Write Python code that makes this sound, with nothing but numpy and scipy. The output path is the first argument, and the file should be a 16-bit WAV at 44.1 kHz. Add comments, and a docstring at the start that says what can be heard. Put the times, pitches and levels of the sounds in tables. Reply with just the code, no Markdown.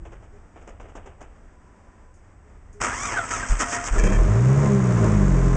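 """A four-cylinder engine is started on a cold day, heard outdoors from just behind the tailpipe.
Over a distant rumble come a few soft crunches, then the hum of the fuel pump. The starter engages;
its gear teeth whine and grind, sagging in pitch against each compression, and one cylinder coughs.
Then the engine catches and loose exhaust parts rattle. The train of firings drives the resonances
of the pipe as the speed flares up and sinks towards a fast idle."""
import sys
import numpy as np
from scipy import signal
from scipy.fft import rfft, irfft
from scipy.io import wavfile
from scipy.ndimage import uniform_filter1d

SR = 44100
rng = np.random.default_rng(int(sys.argv[2]) if len(sys.argv) > 2 else 0)


def wav_out(sig):
    """Save sig, one row per channel (or a flat mono array), as 16-bit PCM at SR to the path in sys.argv[1]."""
    wavfile.write(sys.argv[1], SR, np.round(np.clip(np.atleast_2d(sig).T, -1, 1) * 32767).astype(np.int16))


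N = 245195
TIME = np.arange(N) / SR
BIN_HZ = np.arange(N // 2 + 1) * SR / N


def from_db(db):
    """Amplitude ratio of a level in decibels."""
    return 10 ** (np.asarray(db) / 20)

def rms_one(x):
    """Normalisation to unit power."""
    return x / np.sqrt(np.mean(x ** 2) + 1e-20)

def between(start, end, fade):
    """Trapezoidal gate that opens at start and is shut by end."""
    return np.clip((TIME - start) / fade, 0, 1) * np.clip((end - TIME) / fade, 0, 1)

def swell(centre, width):
    """Gaussian envelope of height 1."""
    return np.exp(-np.minimum(((TIME - centre) / width) ** 2, 50))

def cut(x, hz, kind, order=2):
    """Butterworth low- or high-pass filter."""
    return signal.sosfilt(signal.butter(order, hz, kind, fs=SR, output="sos"), x + 1e-18)

def drift(hz):
    """Random modulation: low-passed noise of unit power."""
    return rms_one(irfft(rfft(rng.standard_normal(N)) / (1 + (BIN_HZ / hz) ** 2), N))

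def coloured(x, spectrum):
    """Spectral shaping by a smooth curve with steep skirts, at unit power."""
    hz = np.maximum(BIN_HZ, 1)
    points, db = np.transpose(spectrum)
    skirts = np.minimum(hz / points[0], 1) ** 4 * np.minimum(points[-1] / hz, 1) ** 8
    gain = from_db(np.interp(np.log(hz), np.log(points), db))
    return rms_one(irfft(rfft(x) * skirts * gain, N))

def resonate(x, modes):
    """Modal superposition: damped resonators in parallel, with alternating signs."""
    out = np.zeros(x.shape)
    for k, (hz, width, db) in enumerate(modes):
        r = np.exp(-np.pi * width / SR)
        poles = [1, -2 * r * np.cos(2 * np.pi * hz / SR), r * r]
        out += (-1) ** k * from_db(db) * (1 - r * r) / 2 * signal.lfilter([1, 0, -1], poles, x + 1e-18)
    return out

def evened(x):
    """Running normalisation: power stays near 1 over tenths of a second, and the pulses survive."""
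    power = uniform_filter1d(uniform_filter1d(x * x, SR // 10), SR // 20)
    return x / np.sqrt(np.abs(power) + np.mean(x * x) / 1000)

def grains(per_s, spread_db):
    """Shot noise: dense random impulses of uneven size."""
    sizes = from_db(spread_db * np.minimum(rng.exponential(1, N), 4))
    return (rng.random(N) < per_s / SR) * sizes * rng.standard_normal(N)

def bursts(events, rise, hold, t60):
    """Mid and treble envelopes of short blows: linear attack, hold, exponential decay."""
    mids, treble = np.zeros(N), np.zeros(N)
    for s, db, treble_db in events:
        age = TIME - s
        shape = np.clip(age / rise, 0, 1) * from_db(-60 * np.clip(age - hold, 0, 2 * t60) / t60)
        mids += from_db(db) * shape
        treble += from_db(db + treble_db) * shape
    return mids, treble

def wavering_tone(hz, depth, drift_hz):
    """Random frequency modulation of a sinusoid of unit power."""
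    phase = 2 * np.pi * np.cumsum(hz * (1 + depth * drift(drift_hz))) / SR
    return np.sqrt(2) * np.sin(phase)


# Course of the distant rumble. Each row: time in seconds, relative level in dB.
RUMBLE_LEVEL = [(0, -35.5), (0.3, -45), (1.0, -43), (1.6, -49.5), (2.7, -44.5)]
# Spectra of the rumble and of still air. Each row: frequency in Hz, relative density in dB.
RUMBLE_COLOUR = [(22, 3), (80, -4.5), (130, -16.5), (200, -21.5)]
AIR_COLOUR = [(160, 1.5), (270, 2), (480, -3), (1100, -6.5), (1900, -11), (2900, -23), (4000, -27.5),
              (7000, -23), (9500, -40.5)]

def outdoor_air():
    """Ambient noise: distant rumble and still air are two slowly modulated random spectra."""
    rumble_db = np.interp(TIME, *np.transpose(RUMBLE_LEVEL)) - 1.5
    rumble = from_db(rumble_db) * coloured(rng.standard_normal(N), RUMBLE_COLOUR)
    return rumble + from_db(-56.5 + drift(6.9)) * coloured(rng.standard_normal(N), AIR_COLOUR)

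# Faint tones. Each row: start and end in seconds, frequency in Hz, rms level in dB.
HUMS = [(-0.014, 0.128, 333, -53), (0.318, 0.388, 409, -53), (1.515, 2.148, 998, -66.5),
        (2.438, 2.537, 422, -60.5), (2.742, 2.836, 412, -48.5)]

def hums():
    """Gated tones waver by frequency modulation; the longest is the fuel pump."""
    return sum(from_db(db) * between(start, end, fade=0.02) * wavering_tone(hz, 0.0093, drift_hz=41)
               for start, end, hz, db in HUMS)

# Tiny high ticks. Each row: start in seconds, level in dB.
TICKS = [(2.141, -64), (2.728, -61)]

def ticks():
    """Exponential decay of a high band of noise is heard as a tick."""
    sizzle = coloured(rng.standard_normal(N), [(6600, 0), (8400, -7)])
    return sizzle * sum(from_db(db) * (TIME > s) * np.exp(-np.abs(TIME - s) / 0.045) for s, db in TICKS)

# A thin whine in the background. Each row: frequency in Hz, rms level in dB.
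THIN_WHINE = [(7714, -79.5), (8285, -84)]

def thin_whine():
    """Superposition of two steady pure tones."""
    return sum(from_db(db) * np.sqrt(2) * np.sin(2 * np.pi * hz * TIME) for hz, db in THIN_WHINE)

# Soft crunches. Each row: start in seconds, relative level in dB, treble offset in dB.
CRUNCHES = [(0.049, -33, -25.5), (0.118, -35.5, -22), (0.222, -42, -21), (0.557, -33.5, -33),
            (0.61, -40.5, -21), (0.672, -31, -20), (0.796, -32, -24.5), (0.84, -40, -37), (0.883, -42, -19),
            (0.951, -28, -22.5), (1.057, -33.5, -22), (1.205, -32, -20)]
# Spectra of a crunch and of every source's hiss. Each row: frequency in Hz, relative density in dB.
CRUNCH_COLOUR = [(220, -0.5), (450, 5.5), (700, 4), (950, -1.5), (1250, -3), (2100, -10), (2800, -11.5),
                 (3600, -20.5)]
HISS_COLOUR = [(4300, -11.5), (5200, -2.5), (6600, 3), (7700, -0.5), (8700, -8), (9600, -29.5)]

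def crunches():
    """Granular noise: each crunch is a short swarm of contacts with a faint tail."""
    mids, treble = bursts(CRUNCHES, rise=0.004, hold=0.018, t60=0.11)
    tail, _ = bursts(CRUNCHES, rise=0.0041, hold=0.038, t60=0.88)
    envelope = from_db(-14) * mids + from_db(-28) * tail
    body = envelope * coloured(grains(5000, spread_db=2), CRUNCH_COLOUR)
    return body + from_db(-6) * treble * coloured(grains(4300, spread_db=0), HISS_COLOUR)

# Blows of loose exhaust parts. Each row: start in seconds, relative level in dB, treble offset in dB.
RATTLES = [(3.979, -27.5, -7), (4.037, -29, -6), (4.065, -32, -16), (4.118, -28.5, -10)]
# Modes of their sheet metal. Each row: frequency in Hz, bandwidth in Hz, relative gain in dB.
SHEET_MODES = [(480, 44, 8), (1724, 134, -0.5), (2340, 71, -1.5), (2616, 81, -7), (3180, 28, -3)]

def rattles():
    """Impact excitation of plate modes: the first hard firings shake thin metal against its mounts."""
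    mids, treble = bursts(RATTLES, rise=0.0019, hold=0.0068, t60=0.21)
    contacts = rms_one(grains(2500, spread_db=-1.5))
    return from_db(16) * resonate(mids * contacts, SHEET_MODES) + treble * coloured(contacts, HISS_COLOUR)

# Pinion striking flywheel. Each row: start in seconds, relative level in dB, treble offset in dB.
CLASHES = [(2.812, -21, -7), (2.835, -27, -9.5), (3.306, -22.5, -7), (3.596, -18.5, -10), (3.719, -22, -16),
           (3.84, -33, -6)]
# Spectrum of grinding teeth. Each row: frequency in Hz, relative density in dB.
GRIND_COLOUR = [(200, -5), (700, -5), (1350, 0), (2200, -4.5), (3400, -19), (4300, -38.5)]
# Modes of the flywheel housing. Each row: frequency in Hz, bandwidth in Hz, relative gain in dB.
HOUSING_MODES = [(254, 6.2, 1), (694, 9.8, 3), (960, 9.3, -0.5), (1268, 70, 3), (1874, 9, -4.5),
                 (2340, 27, -12.5), (3150, 6.5, -9)]

def clashes():
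    """Impulse response: clusters of hard metal contacts leave the housing ringing."""
    mids, treble = bursts(CLASHES, rise=0.00084, hold=0.0038, t60=0.24)
    contacts = rms_one(grains(2500, spread_db=-4.5))
    crash = from_db(-5) * mids * coloured(contacts, GRIND_COLOUR)
    ring = from_db(15) * resonate(mids * contacts, HOUSING_MODES)
    return crash + ring + treble * coloured(contacts, HISS_COLOUR)

def housing_howl(hz=700, db=-37.5):
    """Sustained resonance: in the last strokes the grinding keeps one housing mode singing unsteadily."""
    return from_db(db) * between(3.595, 3.865, fade=0.029) * wavering_tone(hz, 0.01, drift_hz=40)

# Lone firings before the engine runs. Each row: start in seconds, relative level in dB.
COUGHS = [(3.493, -2.5), (3.904, -5.5), (3.966, -2), (4.014, -4.5)]
# Low modes of the exhaust pipe. Each row: frequency in Hz, bandwidth in Hz, relative gain in dB.
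LOW_PIPE_MODES = [(36.2, 9.1, -9), (106.4, 24.5, -3), (209.5, 23.3, -3)]

def coughs(length_s=0.0294):
    """Transient excitation of an air column: a lone firing sends one push and pull down the pipe."""
    puffs = np.zeros(N)
    for s, db in COUGHS:
        age = np.clip((TIME - s) / length_s, 0, 1)
        puffs += from_db(db) * np.sin(2 * np.pi * age) * np.sqrt(age)
    return from_db(-12.5) * puffs + from_db(7.5) * resonate(puffs, LOW_PIPE_MODES)

ENGAGE_S, RELEASE_S = 2.8, 3.985
# Strokes of the crank. Each row: fastest moment, time speeding up and time slowing down in seconds,
# top tooth rate in Hz, then relative levels of whine, groan, grind and hiss in dB.
STROKES = [(3.05, 0.21, 0.18, 1173, -29, -19.5, -29.5, -32.5),
           (3.328, .03, .15, 1297, -29, -50, -32.5, -34.5), (3.5, .05, .06, 897, -54, -50, -32.5, -31.5),
           (3.605, .025, .042, 996, -42, -22, -30.5, -25.5),
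           (3.737, .085, 0.066, 1105, -35, -27.5, -30.5, -28),
           (3.869, .04, 0.03, 1108, -42.5, -45, -27.5, -27), (3.945, 0.019, 0.021, 815, -38, -25, -35, -55)]

def cranking(labouring_hz=658, spin_up_s=0.04, breakaway_s=0.17):
    """Load modulation: whine and hiss follow crank speed, grind and groan follow the compression."""
    from_engage = np.abs(TIME - ENGAGE_S)
    tooth_hz = labouring_hz * (1 - 0.5 * np.exp(-from_engage / spin_up_s))
    # powers add: a steady floor plus the effort of breaking the cold engine loose
    breakaway = np.exp(-np.minimum(from_engage / breakaway_s, 2) ** 4)
    whine = from_db(-49) ** 2 + (from_db(-28.5) * breakaway) ** 2
    grind = from_db(-34.5) ** 2 + (from_db(-29) * breakaway) ** 2
    hiss = from_db(-38.5) ** 2 + (from_db(-41) * breakaway) ** 2
    for s, rise, fall, top_hz, whine_db, groan_db, grind_db, hiss_db in STROKES:
        arch = np.cos(np.pi / 2 * np.interp(TIME, [s - rise, s, s + fall], [-1, 0, 1])) ** 2
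        tooth_hz += (top_hz - labouring_hz) * arch
        groan = from_db(groan_db) * swell(s + 0.82 * fall, width=0.21 * fall)
        whine += from_db(whine_db) ** 2 * np.sqrt(arch) + groan ** 2
        grind += (from_db(grind_db) * swell(s + 0.46 * fall, width=0.57 * fall)) ** 2
        hiss += (from_db(hiss_db) * arch) ** 2
    return tooth_hz, np.sqrt(whine), np.sqrt(grind), np.sqrt(hiss)

# Harmonics of the gear mesh. Each row: multiple of the tooth rate, relative level in dB.
GEAR_PARTIALS = [(1, 3), (2, -1.5), (3, -8), (5, -8), (6, -13)]
# Modes of gear case and pinion. Each row: frequency in Hz, bandwidth in Hz, relative gain in dB.
GEAR_CASE_MODES = [(1460, 420, -1.5), (6440, 1140, 2)]
PINION_MODES = [(7708, 22, 0.5), (8290, 17, -3)]

def starter(brighten_db=4.5, pinion_teeth=9):
    """Gear meshing: periodic tooth contact whines at harmonics of the tooth rate, and friction grinds."""
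    tooth_hz, whine_gain, grind_gain, hiss_gain = cranking()
    # backlash makes the mesh shiver in pitch and strength
    phase = 2 * np.pi * np.cumsum(tooth_hz * (1 + 0.03 * drift(250))) / SR
    # fast teeth meet harder, so the upper partials grow with speed
    tilt_db = brighten_db * np.log2(tooth_hz / 1150)
    mesh = sum(from_db(db + max(k - 2, 0) * tilt_db + 3.8 * drift(90)) * np.sin(k * phase)
               for k, db in GEAR_PARTIALS)
    whine = whine_gain * resonate(mesh, GEAR_CASE_MODES)
    # the pinion rubs harder once a turn
    rub = from_db(2 * np.sin(phase / pinion_teeth) + 1.2 * drift(80))
    contacts = grains(9000, spread_db=0) * rub
    grind = from_db(-3) * coloured(contacts, GRIND_COLOUR)
    grind += from_db(-4.5) * rms_one(resonate(contacts, HOUSING_MODES))
    hiss = from_db(-4) * coloured(contacts, HISS_COLOUR)
    pinion_ring = from_db(-46.5) * rms_one(resonate(contacts, PINION_MODES))
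    # the labouring engine rocks the body and pumps air through the pipe
    shake = from_db(-8.5) * rms_one(resonate(cut(rng.standard_normal(N), 52, "low"), LOW_PIPE_MODES))
    engaged = between(ENGAGE_S, RELEASE_S, fade=0.012)
    return engaged * (whine + pinion_ring + grind_gain * (grind + shake) + hiss_gain * hiss)

def pipe_echo(x, reflection=0.27, spacing_hz=104):
    """Standing waves: sound runs up and down the tailpipe, losing strength on every trip."""
    round_trip = reflection * np.exp(-2j * np.pi * BIN_HZ / spacing_hz)
    return rms_one(irfft(rfft(x) / (1 - round_trip), N))

# What the silencer lets through. Each row: frequency in Hz, relative level in dB.
SILENCER = [(30, -22.5), (41, -16), (49, -18), (62, -34.5), (74, -29), (90, -30.5), (104, -18.5),
            (135, -19), (170, -23.5), (203, -15.5), (240, -39), (320, -32.5), (355, -47.5), (402, -27.5),
            (440, -41)]
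# Pulse harmonics. Each row: multiple of the firing rate, gain in dB when round, gain in dB when sharp.
PULSE_SHAPE = [(1, 0.5, -1.5), (2, 2.5, -1.5), (3, -11, -3), (4, -13, -3.5), (6, -9.5, -1), (7, -13, -5)]

def boom(firing_hz, firings, sharpen_s=(4.55, 4.67)):
    """Fourier series of the pulses behind the silencer; they sharpen as the speed tops out."""
    silencer_hz, silencer_db = np.transpose(SILENCER)
    pulses = np.zeros(N)
    for k, round_db, sharp_db in PULSE_SHAPE:
        db = np.interp(np.log(k * firing_hz), np.log(silencer_hz), silencer_db)
        db += np.interp(TIME, sharpen_s, [round_db, sharp_db])
        phase = 2 * np.pi * k * firings + (k - 1) * np.pi / 2
        pulses -= from_db(db + 1.2 * drift(25)) * np.sqrt(2) * np.cos(phase)
    return pulses

# Engine speed. Each row: time in seconds, firings per second.
FIRING_RATE = [(4.04, 26.6), (4.094, 31.5), (4.144, 35.9), (4.23, 43.2), (4.296, 49.6), (4.364, 56.6),
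               (4.454, 63.8), (4.598, 71.2), (4.69, 68.4), (5.168, 50.7), (5.388, 43.5), (5.56, 42.8)]
# Swells of the gas flow. Each row: centre in seconds, half width in seconds, relative rise in dB.
SURGES = [(4.09, 0.045, 2.5), (4.635, 0.092, 4), (5.038, .11, 5.5)]
# Cylinders in firing order. Each entry: relative strength in dB.
CYLINDERS_DB = [0.36, -0.44, -1.5, -1.8]
# Upper modes of the exhaust pipe. Each row: frequency in Hz, bandwidth in Hz, relative gain in dB.
HIGH_PIPE_MODES = [(311.4, 30, 5), (401.3, 9.4, 10.5), (498.6, 14, -0.5), (619.3, 13.5, 3.5),
                   (700, 39, -10), (934, 6.8, -3.5), (1041, 19, -1.5)]
# Spectrum of the turbulent gas. Each row: frequency in Hz, relative density in dB.
RASP_COLOUR = [(430, -4.5), (850, -13.5), (1200, -11.5), (2000, -18.5), (3200, -31), (4300, -29)]

def exhaust(uneven_db=1.0, puff_depth=0.14):
    """Forced vibration of an air column: each firing booms, rings the pipe and expels turbulent gas."""
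    firing_hz = np.interp(TIME, *np.transpose(FIRING_RATE))
    firings = np.cumsum(firing_hz * (TIME > 3.92)) / SR
    count, cycle = firings.astype(int), firings % 1
    surge_db = sum(db * swell(s, width) for s, width, db in SURGES)
    flowing = np.clip((TIME - 3.925) / 0.03, 0, 1)
    running = np.clip((TIME - 4.03) / 0.015, 0, 1)
    pulses = running * boom(firing_hz, firings)
    # cold cylinders burn unevenly: a repeating pattern plus chance
    chance = rng.standard_normal(count[-1] + 1)
    strength = from_db(np.array(CYLINDERS_DB)[count % 4] + uneven_db * chance[count])
    beats = cut(np.diff(count, prepend=0), 1500, "low")  # the silencer rounds off each pulse
    # the contrast of strong and weak firings lopes in the low modes
    lope = from_db(-30 + 0.98 * surge_db) * evened(resonate(beats * (strength - 1), LOW_PIPE_MODES))
    puff = strength * np.exp(-cycle / 0.64)
    # slow firings burn raggedly, fast ones give clean pulses
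    drive = beats * strength + 0.052 * (55 / firing_hz) ** 2 * puff * rng.standard_normal(N)
    upper_modes = cut(resonate(drive, HIGH_PIPE_MODES), 240, "high", order=4)
    ring = from_db(-32 + 0.98 * surge_db) * evened(upper_modes)
    flow = 1 - puff_depth + 3 * puff_depth * puff
    turbulence = pipe_echo(coloured(grains(14000, spread_db=-3.5), RASP_COLOUR))
    rasp = from_db(-34 + 0.58 * surge_db) * flow * turbulence
    # each exhaust valve opens with a brief spit of hiss
    spit = 0.8 + 1.1 * strength * np.exp(-cycle / 0.12)
    hiss = from_db(-45.5 + 0.54 * surge_db) * spit * coloured(grains(14000, spread_db=-0.8), HISS_COLOUR)
    return pulses + flowing * (lope + ring + rasp + hiss)

def scene():
    """Linear superposition of all sources, close and in the open air."""
    background = outdoor_air() + hums() + ticks() + thin_whine() + crunches()
    engine = starter() + clashes() + coughs() + rattles() + exhaust() + housing_howl()
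    return (background + engine)[None, :]

def record(dry, cutoff_hz=9900):
    """Frequency response of a small microphone: a dip in the upper mids and a steep top cut."""
    dipped = dry - resonate(dry, [(4080, 1490, -3.0)])
    return signal.sosfilt(signal.ellip(10, 0.2, 80, cutoff_hz, fs=SR, output="sos"), dipped)


dry = scene()
out = record(dry)
wav_out(out)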